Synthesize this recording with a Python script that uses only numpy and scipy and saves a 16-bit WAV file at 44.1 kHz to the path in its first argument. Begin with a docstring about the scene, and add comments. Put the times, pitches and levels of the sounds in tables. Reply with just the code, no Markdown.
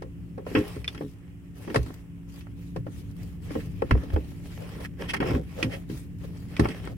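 """A rubber drive belt is worked off its pulleys by hand, under a car parked outdoors.
The belt slaps, flaps, drags and scuffs on a loose plastic splash tray and clicks on the metal around it:
short bursts and uneven pushes set the tray and the metal ringing.
A sleeve rustles close to the microphone as coloured noise that comes and goes in strokes.
Behind it are a rumble, faint air and a low hum of unsteady tones, like an engine idling some way off."""
import sys
import numpy as np
from scipy import signal
from scipy.fft import rfft, irfft, next_fast_len
from scipy.io import wavfile
from scipy.ndimage import uniform_filter1d, map_coordinates

SR = 44100
rng = np.random.default_rng(int(sys.argv[2]) if len(sys.argv) > 2 else 0)


def unload_audio(sound):
    """Save the sound as a 16-bit wav file, at the path given as the first command line argument."""
    columns = np.transpose(np.atleast_2d(sound))
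    # keep every value between -1 and 1, then stretch to whole-number steps
    steps = np.round(np.clip(columns, -1, 1) * 32767)
    wavfile.write(sys.argv[1], SR, steps.astype(np.int16))


N = 307369  # length in samples

# Notes the splash tray rings with: pitch_hz [Hz], relative_level_db [dB], time_to_fall_60_db_s [s]
TRAY_MODES = [(64.7, 1, 0.2), (81.3, 0, 0.097), (117.3, 2, 0.22), (147, 5.5, 0.13), (214.4, 2, 0.15),
              (258.8, 2, 0.15), (273, -2, 0.28), (310, 0.5, 0.2), (355.6, -4, 0.12), (413.5, -0.5, 0.19),
              (452.5, -2.5, 0.15), (516.6, -0.5, 0.13), (564.6, -10, 0.25), (672, -15, 0.27),
              (760, -8, 0.12)]
# Hard resonances of belt and brackets: pitch_hz [Hz], width_hz [Hz], relative_level_db [dB]
BRACKET_PEAKS = [(548, 117, 9), (828, 200, 5), (1093, 101, 3.5), (1332, 93, 2.5), (1672, 202, 1.5),
                 (1854, 110, 5.5), (2170, 256, -0.5), (2610, 85, 6.5), (2680, 386, -1), (3280, 186, -0.5),
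                 (4500, 110, -23), (5340, 500, -7.5), (9700, 1100, -50)]
# Colour of a rubber snap: frequency_hz [Hz], relative_level_db [dB per Hz]
SNAP_COLOUR = [(1500, 7), (3500, 3.5), (5200, 4.5), (7200, -8.5), (9800, -1), (12000, -18), (16000, -46)]


def amp(db):
    """Turn decibels into a gain."""
    return 10 ** (np.asarray(db) / 20)


def unit(x):
    """Scale a sound to an rms level of 1."""
    return x / np.sqrt(np.mean(x ** 2) + 1e-20)


def peak_one(x):
    """Scale a sound to a peak of 1."""
    return x / (np.abs(x).max() + 1e-20)


def along(points, hz):
    """Read a curve of (Hz, value) points, with pitch on a log scale."""
    point_hz, values = np.transpose(points)
    return np.interp(np.log(hz + 1), np.log(point_hz), values)


def curves(rows):
    """Join the rows of a timed table into one value per sample for each column after the time."""
    times, *columns = np.transpose(rows)
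    return [np.interp(np.arange(N) / SR, times, column) for column in columns]


def wobble(rate):
    """Draw a smooth random curve through `rate` random points a second."""
    knots = rng.standard_normal(int(N * rate / SR) + 4)
    grid = np.arange(0, len(knots), .125)
    smooth = map_coordinates(knots, [grid])
    return np.interp(np.arange(N) * (rate / SR), grid, smooth)


def filtered(x, response):
    """Multiply the spectrum of a sound by a response, which may also shift phase."""
    size = x.shape[-1]
    padded = next_fast_len(size + 4096, real=True)
    hz = np.fft.rfftfreq(padded, 1 / SR).astype(np.float32)
    gain = np.asarray(response(hz), np.complex64)
    return irfft(rfft(x.astype(np.float32), padded) * gain, padded)[..., :size]


def resonate(x, peaks):
    """Shake a bank of (Hz, width, dB) resonances with a sound."""
    # neighbours take opposite signs
    bank = [(float(c), float(w), (-1) ** k * float(amp(db))) for k, (c, w, db) in enumerate(peaks)]
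    return filtered(x, lambda f: sum(g * 1j * w * f / (c * c - f * f + 1j * w * f) for c, w, g in bank))


def pair(size):
    """Make white noise for both microphone ports, alike in the bass and nearly unrelated in the treble."""
    # Likeness of the ports: frequency_hz [Hz], likeness [1 = the same, 0 = unrelated]
    likeness = [(60, 0.8), (300, 0.7), (700, 0.25), (2000, -0.16), (6000, -0.12), (14000, 0)]

    def shares(hz):
        angle = np.arccos(np.clip(along(likeness, hz), -1, 1)) / 2
        return np.array([np.cos(angle), np.sin(angle)])

    mid, side = filtered(rng.standard_normal((2, size)), shares)
    return np.array([mid + side, mid - side])


def rush(spectrum):
    """Make coloured stereo noise with an rms level of 1."""
    return unit(filtered(pair(N), lambda hz: amp(along(spectrum, hz))))


def fade(t, t60):
    """Die away smoothly, by 60 dB in t60 seconds."""
    return np.exp(-np.log(1000) * t / np.maximum(t60, 1e-3))


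def favour(hz, centre_hz, octaves):
    """A contact excites most strongly the modes near its own pitch."""
    return np.exp(-.5 * (np.log2(hz / centre_hz) / octaves) ** 2)


def excited(peaks, centre_hz, octaves, rest):
    """Reweight resonances for one contact; far ones keep a small share."""
    return [(hz, width, db + 20 * np.log10(favour(hz, centre_hz, octaves) + abs(rest)))
            for hz, width, db in peaks]


def tray_peaks():
    """Give the tray's modes as (Hz, width, dB) resonances; a longer ring means a narrower peak."""
    return [(hz, np.log(1000) / np.pi / t60, db) for hz, db, t60 in TRAY_MODES]


def ring(modes, centre_hz, octaves, attack, port_spread):
    """One blow sets fading sine tones going, each at a slightly new strength."""
    t = np.arange(SR // 4, dtype=np.float32) / SR
    hz, db, t60 = np.transpose(modes)[:, :, None]
    gain = amp(db + 2 * rng.standard_normal(hz.shape)) * favour(hz, centre_hz, octaves)
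    phase = 2 * np.pi * rng.random(hz.shape)
    phase = phase + port_spread * rng.standard_normal((2, *hz.shape))  # the ports differ
    gain, turn, damping, phase = map(np.float32, (gain, 2 * np.pi * hz, np.log(1000) / t60, phase))
    tones = gain * np.exp(-damping * t) * np.sin(turn * t + phase)
    return peak_one(np.sum(tones, axis=1) * (1 - np.exp(-t / attack)))


def slips(rate, scatter, spread_db):
    """Stick and slip: pushes of uneven size at an uneven rate, about `rate` a second."""
    turns = np.cumsum(rate * np.exp(scatter * wobble(rate))) / SR
    pushes = np.diff(np.floor(turns), prepend=0)  # one push each time the count goes up
    return pushes * amp(spread_db * wobble(rate))


def patchy(x, depth_db):
    """Vary the gain in slow random patches over time and frequency."""
    z = signal.stft(x, nperseg=512)[2]
    field = uniform_filter1d(rng.standard_normal(z.shape[1:]), size=9, axis=0)
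    field = uniform_filter1d(field, size=9, axis=1)
    return unit(signal.istft(z * amp(depth_db * unit(field)), nperseg=512)[1][:, :N])


def add(track, s, sound):
    """Mix a sound into the track at time s."""
    part = track[:, max(round(s * SR), 0):][:, :sound.shape[1]]
    part += sound[:, :part.shape[1]]


def outdoors():
    """Sine tones make a slightly unsteady hum that swells with the distant rumble; noise makes faint air."""
    # Hum tones: pitch_hz [Hz], rms_level_db [dB before flutter and swell]
    hum_tones = [(66, -49.5), (102.3, -50), (111, -53.5), (172.3, -46), (204.6, -64), (279.9, -52),
                 (344.5, -64)]
    # Colour of the rumble: frequency_hz [Hz], relative_level_db [dB per Hz]
    rumble_colour = [(20, -16.5), (55, -0.5), (110, 0.5), (170, -3), (300, -15.5), (450, -23.5), (650, -42),
                     (1500, -58)]
    # Colour of the air: frequency_hz [Hz], relative_level_db [dB per Hz]
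    air_colour = [(300, 5), (700, 5.5), (1400, 4.5), (2900, 5), (4000, -13), (8000, -4.5), (16000, -15)]
    # Rise and fall of the rumble: time_s [s], level_db [dB before lift and wobble]
    rumble_levels = [(0.0, -44), (0.7, -42.5), (1.38, -48), (4.13, -38.5), (4.27, -40.5), (6.62, -42.5),
                     (6.97, -38.5)]
    phase_waver, flutter_db = 0.63, 2  # unsteadiness of each tone: radians, dB
    rumble_lift_db, air_db = 1, -66.5
    hum_follows = 0.56  # share of the rumble's swell, in dB, that the hum follows

    t = np.arange(N) / SR
    rumble_db, = curves(rumble_levels)
    hum = np.zeros((2, N))
    for hz, db in hum_tones:
        phase = 2 * np.pi * hz * t + phase_waver * wobble(7)
        phase = phase + .3 * rng.standard_normal((2, 1))  # the ports differ
        hum += amp(db + flutter_db * wobble(4)) * np.sqrt(2) * np.sin(phase)
    swell = amp(hum_follows * (rumble_db - rumble_db.mean()))
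    rumble = amp(rumble_db + rumble_lift_db + wobble(2.99)) * rush(rumble_colour)
    return swell * hum + rumble + amp(air_db) * rush(air_colour)


def stroke_gains():
    """Gains of rub and hiss: most strokes swell and sink; the last is still swelling when it is let go."""
    # Strokes of sleeve and belt: start_s [s], swells_until_s [s; after end_s in the last row],
    # end_s [s], rub_db and hiss_db [relative dB at the top of the swell]
    strokes = [(0.474, 0.585, 0.81, -43.5, -53), (0.87, 0.89, 1.13, -57.5, -61),
               (1.559, 1.737, 2.01, -51.5, -57.5), (2.29, 2.38, 2.43, -61.5, -58),
               (2.568, 2.629, 2.8, -87, -63), (2.87, 2.923, 3.12, -61, -60.5),
               (3.155, 3.198, 3.35, -60, -60), (3.423, 3.521, 3.72, -50.5, -55.5),
               (3.757, 3.908, 4.45, -52, -64), (4.108, 4.272, 4.76, -81, -62),
               (4.46, 4.835, 4.865, -47.5, -56.5), (4.987, 5.016, 5.17, -44, -60),
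               (5.226, 5.278, 5.38, -39, -58), (5.436, 5.64, 5.67, -50, -57),
               (5.693, 5.734, 5.82, -51, -57.5), (5.896, 5.916, 6.04, -56.5, -53),
               (6.188, 6.215, 6.76, -58, -62.5), (6.499, 6.644, 6.89, -44.5, -57),
               (6.839, 6.895, 6.87, -43, -59.5)]
    grip_s, release_s = 0.077, 0.16  # times over 60 dB: quick to come in, slower to die away
    rub_sag_db, hiss_sag_db = 13, 8  # how far the ends of a stroke lie below the top of its swell
    rest_rub_db, rest_hiss_db = -70, -80.5  # cloth still stirs between strokes

    t = np.arange(N) / SR
    rub_power = np.full(N, amp(rest_rub_db) ** 2)
    hiss_power = np.full(N, amp(rest_hiss_db) ** 2)
    for start, swells_until, end, rub_db, hiss_db in strokes:
        on = (t > start - grip_s) & (t < end + release_s)
        coming_in = fade(np.maximum(start - t[on], 0), grip_s)
        dying_away = fade(np.maximum(t[on] - end, 0), release_s)
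        contact = coming_in * dying_away
        sag = np.interp(t[on], [start, swells_until, end], [1, 0, 1])
        rub_power[on] += (contact * amp(rub_db - rub_sag_db * sag)) ** 2
        hiss_power[on] += (contact * amp(hiss_db - hiss_sag_db * sag)) ** 2
    return np.sqrt(rub_power), np.sqrt(hiss_power)


def sliding():
    """Cloth and rubber rub in grainy strokes under a fluttering hiss; the belt catches, the sleeve crackles."""
    # Colour of the rub: frequency_hz [Hz], relative_level_db [dB per Hz]
    rub_colour = [(150, -3.5), (430, 11), (700, -9.5), (1080, -3.5), (1550, -10.5), (1880, -3), (2300, -5),
                  (2900, -7), (3900, -15.5), (7000, -35)]
    # Colour of the hiss: frequency_hz [Hz], relative_level_db [dB per Hz]
    hiss_colour = [(1500, 4), (3800, 3.5), (5300, 2), (7200, -0.5), (9500, 0.5), (12000, -3), (16000, -7)]
    catch_db, crackle_db = -12, -11.5  # catches against the rub, crackles against the hiss

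    rub_gain, hiss_gain = stroke_gains()
    pressure, flutter = amp(1.5 * wobble(35)), amp(1.3 * wobble(22))
    grain = unit(slips(rate=350, scatter=.7, spread_db=3)) + pair(N)
    catches = unit(slips(rate=7, scatter=.7, spread_db=3))  # tiny catches of the belt
    folds = slips(rate=12, scatter=.7, spread_db=4)  # folds of the sleeve
    rub = rush(rub_colour) + amp(-5.5) * unit(resonate(grain, BRACKET_PEAKS))  # part rings in the brackets
    caught = unit(resonate(catches, tray_peaks() + BRACKET_PEAKS))
    rub = 1.225 * patchy(rub, depth_db=2.5) + amp(catch_db) * caught
    # each fold swells the hiss, then dies away by 60 dB in 0.029 s
    crackle = unit(signal.lfilter([1], [1, -fade(1 / SR, 0.029)], folds))
    # the colour of the hiss shifts as the cloth moves
    hiss = patchy(rush(hiss_colour), depth_db=3) * (flutter + amp(crackle_db) * crackle)
    return pressure * (amp(3) * rub_gain * rub + amp(2) * hiss_gain * hiss)


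def clicks():
    """Hard taps on metal: a short crack of noise and a quickly damped ring."""
    # Notes of the pulley metal: pitch_hz [Hz], relative_level_db [dB], time_to_fall_60_db_s [s]
    metal_modes = [(1389, -10, .04), (1965, -7, .04), (2290, -6, .035), (2480, -4, .035), (2900, -6, .03),
                   (3270, -3, .03), (3461, 0, .035), (3575, -2, .04), (4430, -17, .04), (5060, -15, .04),
                   (5464, -19, .045)]
    # Taps on metal: start_s [s], note_peak_db [dB], brightness_centre_hz [Hz]
    taps = [(0.844, -29, 1930), (0.8779, -17.5, 3670), (5.6275, -15, 2350), (6.566, -28, 2280)]
    # Colour of a metal crack: frequency_hz [Hz], relative_level_db [dB per Hz]
    crack_colour = [(400, -8), (1100, -4), (2300, 2.5), (3300, -1.5), (4000, -9.5), (5300, -3), (7000, -23),
                    (10000, -15), (15000, -55)]

    out, t = np.zeros((2, N)), np.arange(SR // 4) / SR
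    for s, db, hz in taps:
        burst = pair(len(t)) * (fade(t, 0.02) + amp(-1.5) * fade(t, 0.094))
        crack = filtered(burst, lambda f: amp(along(crack_colour, f)))
        note = ring(metal_modes, hz, octaves=0.31, attack=0.00035, port_spread=0.63)
        add(out, s, amp(db) * note + amp(db - 1.0) * peak_one(crack))
    return out


def scuffs():
    """Short grainy scuffs of the belt, and one faint, high flick of the sleeve, ring and rasp."""
    # Scuffs, with the sleeve's flick at 6000 Hz: middle_s [s], relative_level_db [dB],
    # length_s [s from the middle until the gain falls to 0.14], pitch_hz [Hz]
    scuff_list = [(3.606, -47.5, 0.023, 1890), (4.14, -34, 0.013, 325), (4.623, -42, 0.041, 402),
                  (4.809, -35.5, 0.0096, 424), (4.854, -37, .017, 1800), (5.104, -29, 0.02, 2800),
                  (5.145, -25, .011, 2000), (5.169, -35, .013, 2180), (5.605, -33.5, 0.035, 442),
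                  (5.732, -40.5, .069, 557), (5.736, -37.5, 0.031, 2300), (6.246, -40.5, 0.016, 414),
                  (6.376, -59, 0.0072, 6000), (6.711, -43.5, 0.019, 2460), (6.913, -45, .037, 397)]

    out, t = np.zeros((2, N)), np.arange(SR // 4) / SR
    force = unit(slips(rate=600, scatter=.6, spread_db=3.5)) + 1.0 * pair(N)
    for s, db, length, hz in scuff_list:
        grains = force[:, rng.integers(N - len(t)):][:, :len(t)]
        peaks = excited(tray_peaks() + BRACKET_PEAKS, hz, octaves=0.45, rest=0.026)
        body = unit(resonate(grains, peaks))
        rasp = unit(filtered(grains, lambda f: amp(along(SNAP_COLOUR, f))))
        sound = body + amp(-7.5) * hz / 2500 * rasp  # higher scuffs rasp more
        swell = np.exp(-2 * ((t - t.mean()) / length) ** 2)
        add(out, s - t.mean(), amp(db - 1.0) * sound * swell)
    return out


def drag():
    """The belt judders over the tray in stick and slip, shaking it and the brackets."""
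    # Dragging over the tray: time_s [s], judder_db and rasp_db [relative dB]
    drag_levels = [(5.2, -29, -48), (5.28, -25, -47), (5.36, -22, -43.5), (5.425, -32.5, -74)]

    judder_db, rasp_db = curves(drag_levels)
    t = np.arange(N) / SR
    touching = 1. * ((t > drag_levels[0][0]) & (t < drag_levels[-1][0]))
    touching = uniform_filter1d(touching, size=300)  # soften the start and end
    force = unit(slips(rate=110, scatter=.5, spread_db=2.5)) + .35 * pair(N)
    # higher tray notes gain 2 dB per octave
    tray = [(hz, width, db + 2 * np.log2(hz / 300)) for hz, width, db in tray_peaks()]
    judder = unit(resonate(force, tray))
    brackets = excited(BRACKET_PEAKS, 790, octaves=0.63, rest=0.11)
    rasp = unit(resonate(force * amp(3 * wobble(45)), brackets))
    return touching * (amp(judder_db - 4.0) * judder + amp(rasp_db + 7) * rasp)


def thumps():
    """Low thumps of the tray, most under the hardest slaps, ring its lower notes; it springs back after each."""
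    # Low thumps: start_s [s], relative_level_db [dB], pitch_hz [Hz]
    thump_list = [(0.566, -16.5, 130), (0.763, -28, 83.5), (1.015, -30, 130), (1.764, -14.5, 92.6),
                  (2.774, -23.5, 110), (3.557, -26.5, 79.5), (3.914, -8.5, 79), (3.918, -18, 214.6),
                  (4.132, -13, 65.5), (5.277, -24, 85), (5.336, -18.5, 69), (5.639, -18.5, 135),
                  (5.923, -28.5, 123.2), (6.595, -14.5, 84)]
    rebound_s, rebound_db, rebound_pitch = 0.0231, -5, 0.83  # delay, level trim, share of the pitch

    out = np.zeros((2, N))
    for s, db, hz in thump_list:
        thump, rebound = [ring(TRAY_MODES, pitch, octaves=0.45, attack=0.0041, port_spread=0.38)
                          for pitch in (hz, hz * rebound_pitch)]
        add(out, s, amp(db - 2) * thump)
        add(out, s + rebound_s, amp(db + 0.5 + rebound_db) * rebound)
    return out


def knocks():
    """Each slap snaps rubber, clacks brackets and sounds a hollow tray note; then the belt flaps to rest."""
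    # Knocks of the belt: start_s [s], clack_db [relative dB], clack_pitch_hz [Hz], tray_db [relative dB],
    # tray_pitch_hz [Hz], snap_db [relative dB], settling_time_s [s]
    knock_list = [(0.021, -35.5, 778, -36, 536, -43.5, .055), (0.378, -39.5, 735, -35.5, 535, -53, 0.07),
                  (0.464, -28.5, 700, -36.5, 430, -50, .053), (0.514, -42, 1450, -33, 290, -54, .045),
                  (0.55, -19.5, 1750, -17, 398, -48, 0.13), (0.765, -44, 1560, -31.5, 435, -54, 0.025),
                  (0.947, -38.5, 1700, -41.5, 283, -40, .065), (0.976, -36.5, 2570, -39, 285, -60, 0.039),
                  (1.009, -35, 797, -28, 312, -56, 0.078), (1.676, -37, 816, -31, 320, -58, 0.053),
                  (1.698, -35.5, 1170, -33.5, 374, -51, 0.061), (1.744, -21, 744, -29, 516, -28, 0.079),
                  (1.758, -16, 1170, -19.5, 480, -23, 0.028), (1.861, -41.5, 931, -39.5, 283, -43.5, 0.091),
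                  (1.903, -41, 816, -40, 297, -59, .028), (2.407, -47, 2760, -70, 291, -48, 0.068),
                  (2.467, -42.5, 900, -65, 283, -61, .02), (2.761, -31, 800, -28.5, 390, -41.5, .032),
                  (2.866, -33.5, 676, -34.5, 310, -70, 0.055), (3.505, -34.5, 780, -31.5, 281, -58, 0.04),
                  (3.553, -29, 730, -24.5, 403, -78, 0.052), (3.82, -20, 687, -20, 510, -59, .028),
                  (3.909, -13, 1450, -20, 356, -33, 0.024), (3.951, -31, 720, -24.5, 334, -62, 0.032),
                  (4.035, -39, 703, -37, 427, -45, .027), (4.101, -36, 1120, -43, 288, -50, 0.02),
                  (4.161, -24, 690, -24.5, 403, -61, 0.036), (5.135, -21.5, 1400, -38, 428, -29, 0.11),
                  (5.202, -24.5, 1740, -23, 295, -40, 0.092), (5.224, -22, 1050, -30, 277, -55, .069),
                  (5.258, -32, 931, -27.5, 390, -50, .05), (5.306, -28.5, 1020, -28, 417, -55, 0.052),
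                  (5.348, -29.5, 1790, -24, 393, -55, 0.05), (5.628, -26.5, 2470, -25.5, 340, -27, 0.085),
                  (5.897, -44, 2680, -30, 291, -43.5, 0.07), (6.595, -17, 900, -14, 302, -23, 0.044),
                  (6.654, -19.5, 910, -23.5, 368, -53, .032), (6.686, -34.5, 2140, -29, 283, -33, 0.042),
                  (6.873, -28.5, 908, -33.5, 306, -41, 0.014)]
    flap_s, flap_scatter = .013, .2  # typical seconds between flaps, spread of that time
    flap_lasts = 3.46  # flapping dies away by 60 dB in this many settling times
    flap_db, flap_clack_db = 0.5, -21  # trims of tray and clack: flaps barely stir the brackets
    flap_pitch = 0.79  # share of the first note's pitch

    out, t = np.zeros((2, N)), np.arange(SR // 5) / SR
    for s, clack_db, clack_hz, tray_db, tray_hz, snap_db, settle in knock_list:
        # a hard first touch, the belt settling, and a faint echo between car and ground
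        decay = fade(t, 0.0048) + amp(-2) * fade(t, settle) + amp(-21) * fade(t, 0.13)
        burst = pair(len(t)) * (1 - np.exp(-t / 0.00047)) * decay
        brackets = excited(BRACKET_PEAKS, clack_hz, octaves=0.9, rest=0.054)
        clack = amp(clack_db + 4.5) * peak_one(resonate(burst, brackets))
        snap = rng.standard_normal((2, len(t))) * (1 - np.exp(-t / 0.00082)) * fade(t, 0.066)
        snap = filtered(snap, lambda hz: amp(along(SNAP_COLOUR, hz)))
        add(out, s, clack + amp(snap_db + 2.5) * peak_one(snap))
        damped = amp(tray_db + 6.5) * fade(t, 4 * settle)  # a belt that stops dead also damps the tray
        touch, flap = [
            damped * ring(TRAY_MODES, hz, octaves=0.6, attack=0.00043, port_spread=0.35)[:, :len(t)]
            for hz in (tray_hz, tray_hz * flap_pitch)]
        add(out, s, touch)
        gaps = flap_s * np.exp(flap_scatter * rng.standard_normal(size=4))
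        for delay in np.cumsum(gaps):
            flap_sound = amp(flap_db) * flap + amp(flap_clack_db) * clack
            add(out, s + delay, fade(delay, flap_lasts * settle) * flap_sound)
    return out


def scene():
    """Mix all layers; sound from the tray reaches the two ports out of step."""
    # Timing between the ports: frequency_hz [Hz], left_lead_rad [radians]
    left_lead = [(250, 0), (450, 0.57), (550, 1.5), (650, 2.5), (1000, 4.5), (1700, 7), (3500, 11.5)]
    struck = knocks() + thumps() + drag() + scuffs()
    sides = np.array([[1], [-1]])  # left, right
    struck = filtered(struck, lambda hz: np.exp(.5j * along(left_lead, hz) * sides))
    return struck + clicks() + sliding() + outdoors()


def record(dry):
    """The two ports differ in colour; nothing is kept from 16000 Hz up."""
    # Colour difference of the ports: frequency_hz [Hz], left_minus_right_db [dB]
    tilt = [(60, -1), (200, 1), (600, 0.5), (1300, .5), (2400, -4), (4400, 4), (9500, 5), (13000, 13)]
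    sides = np.array([[1], [-1]])  # left, right
    return filtered(dry, lambda hz: amp(.5 * along(tilt, hz) * sides) * (hz < 16000))


dry = scene()
out = record(dry)
unload_audio(out)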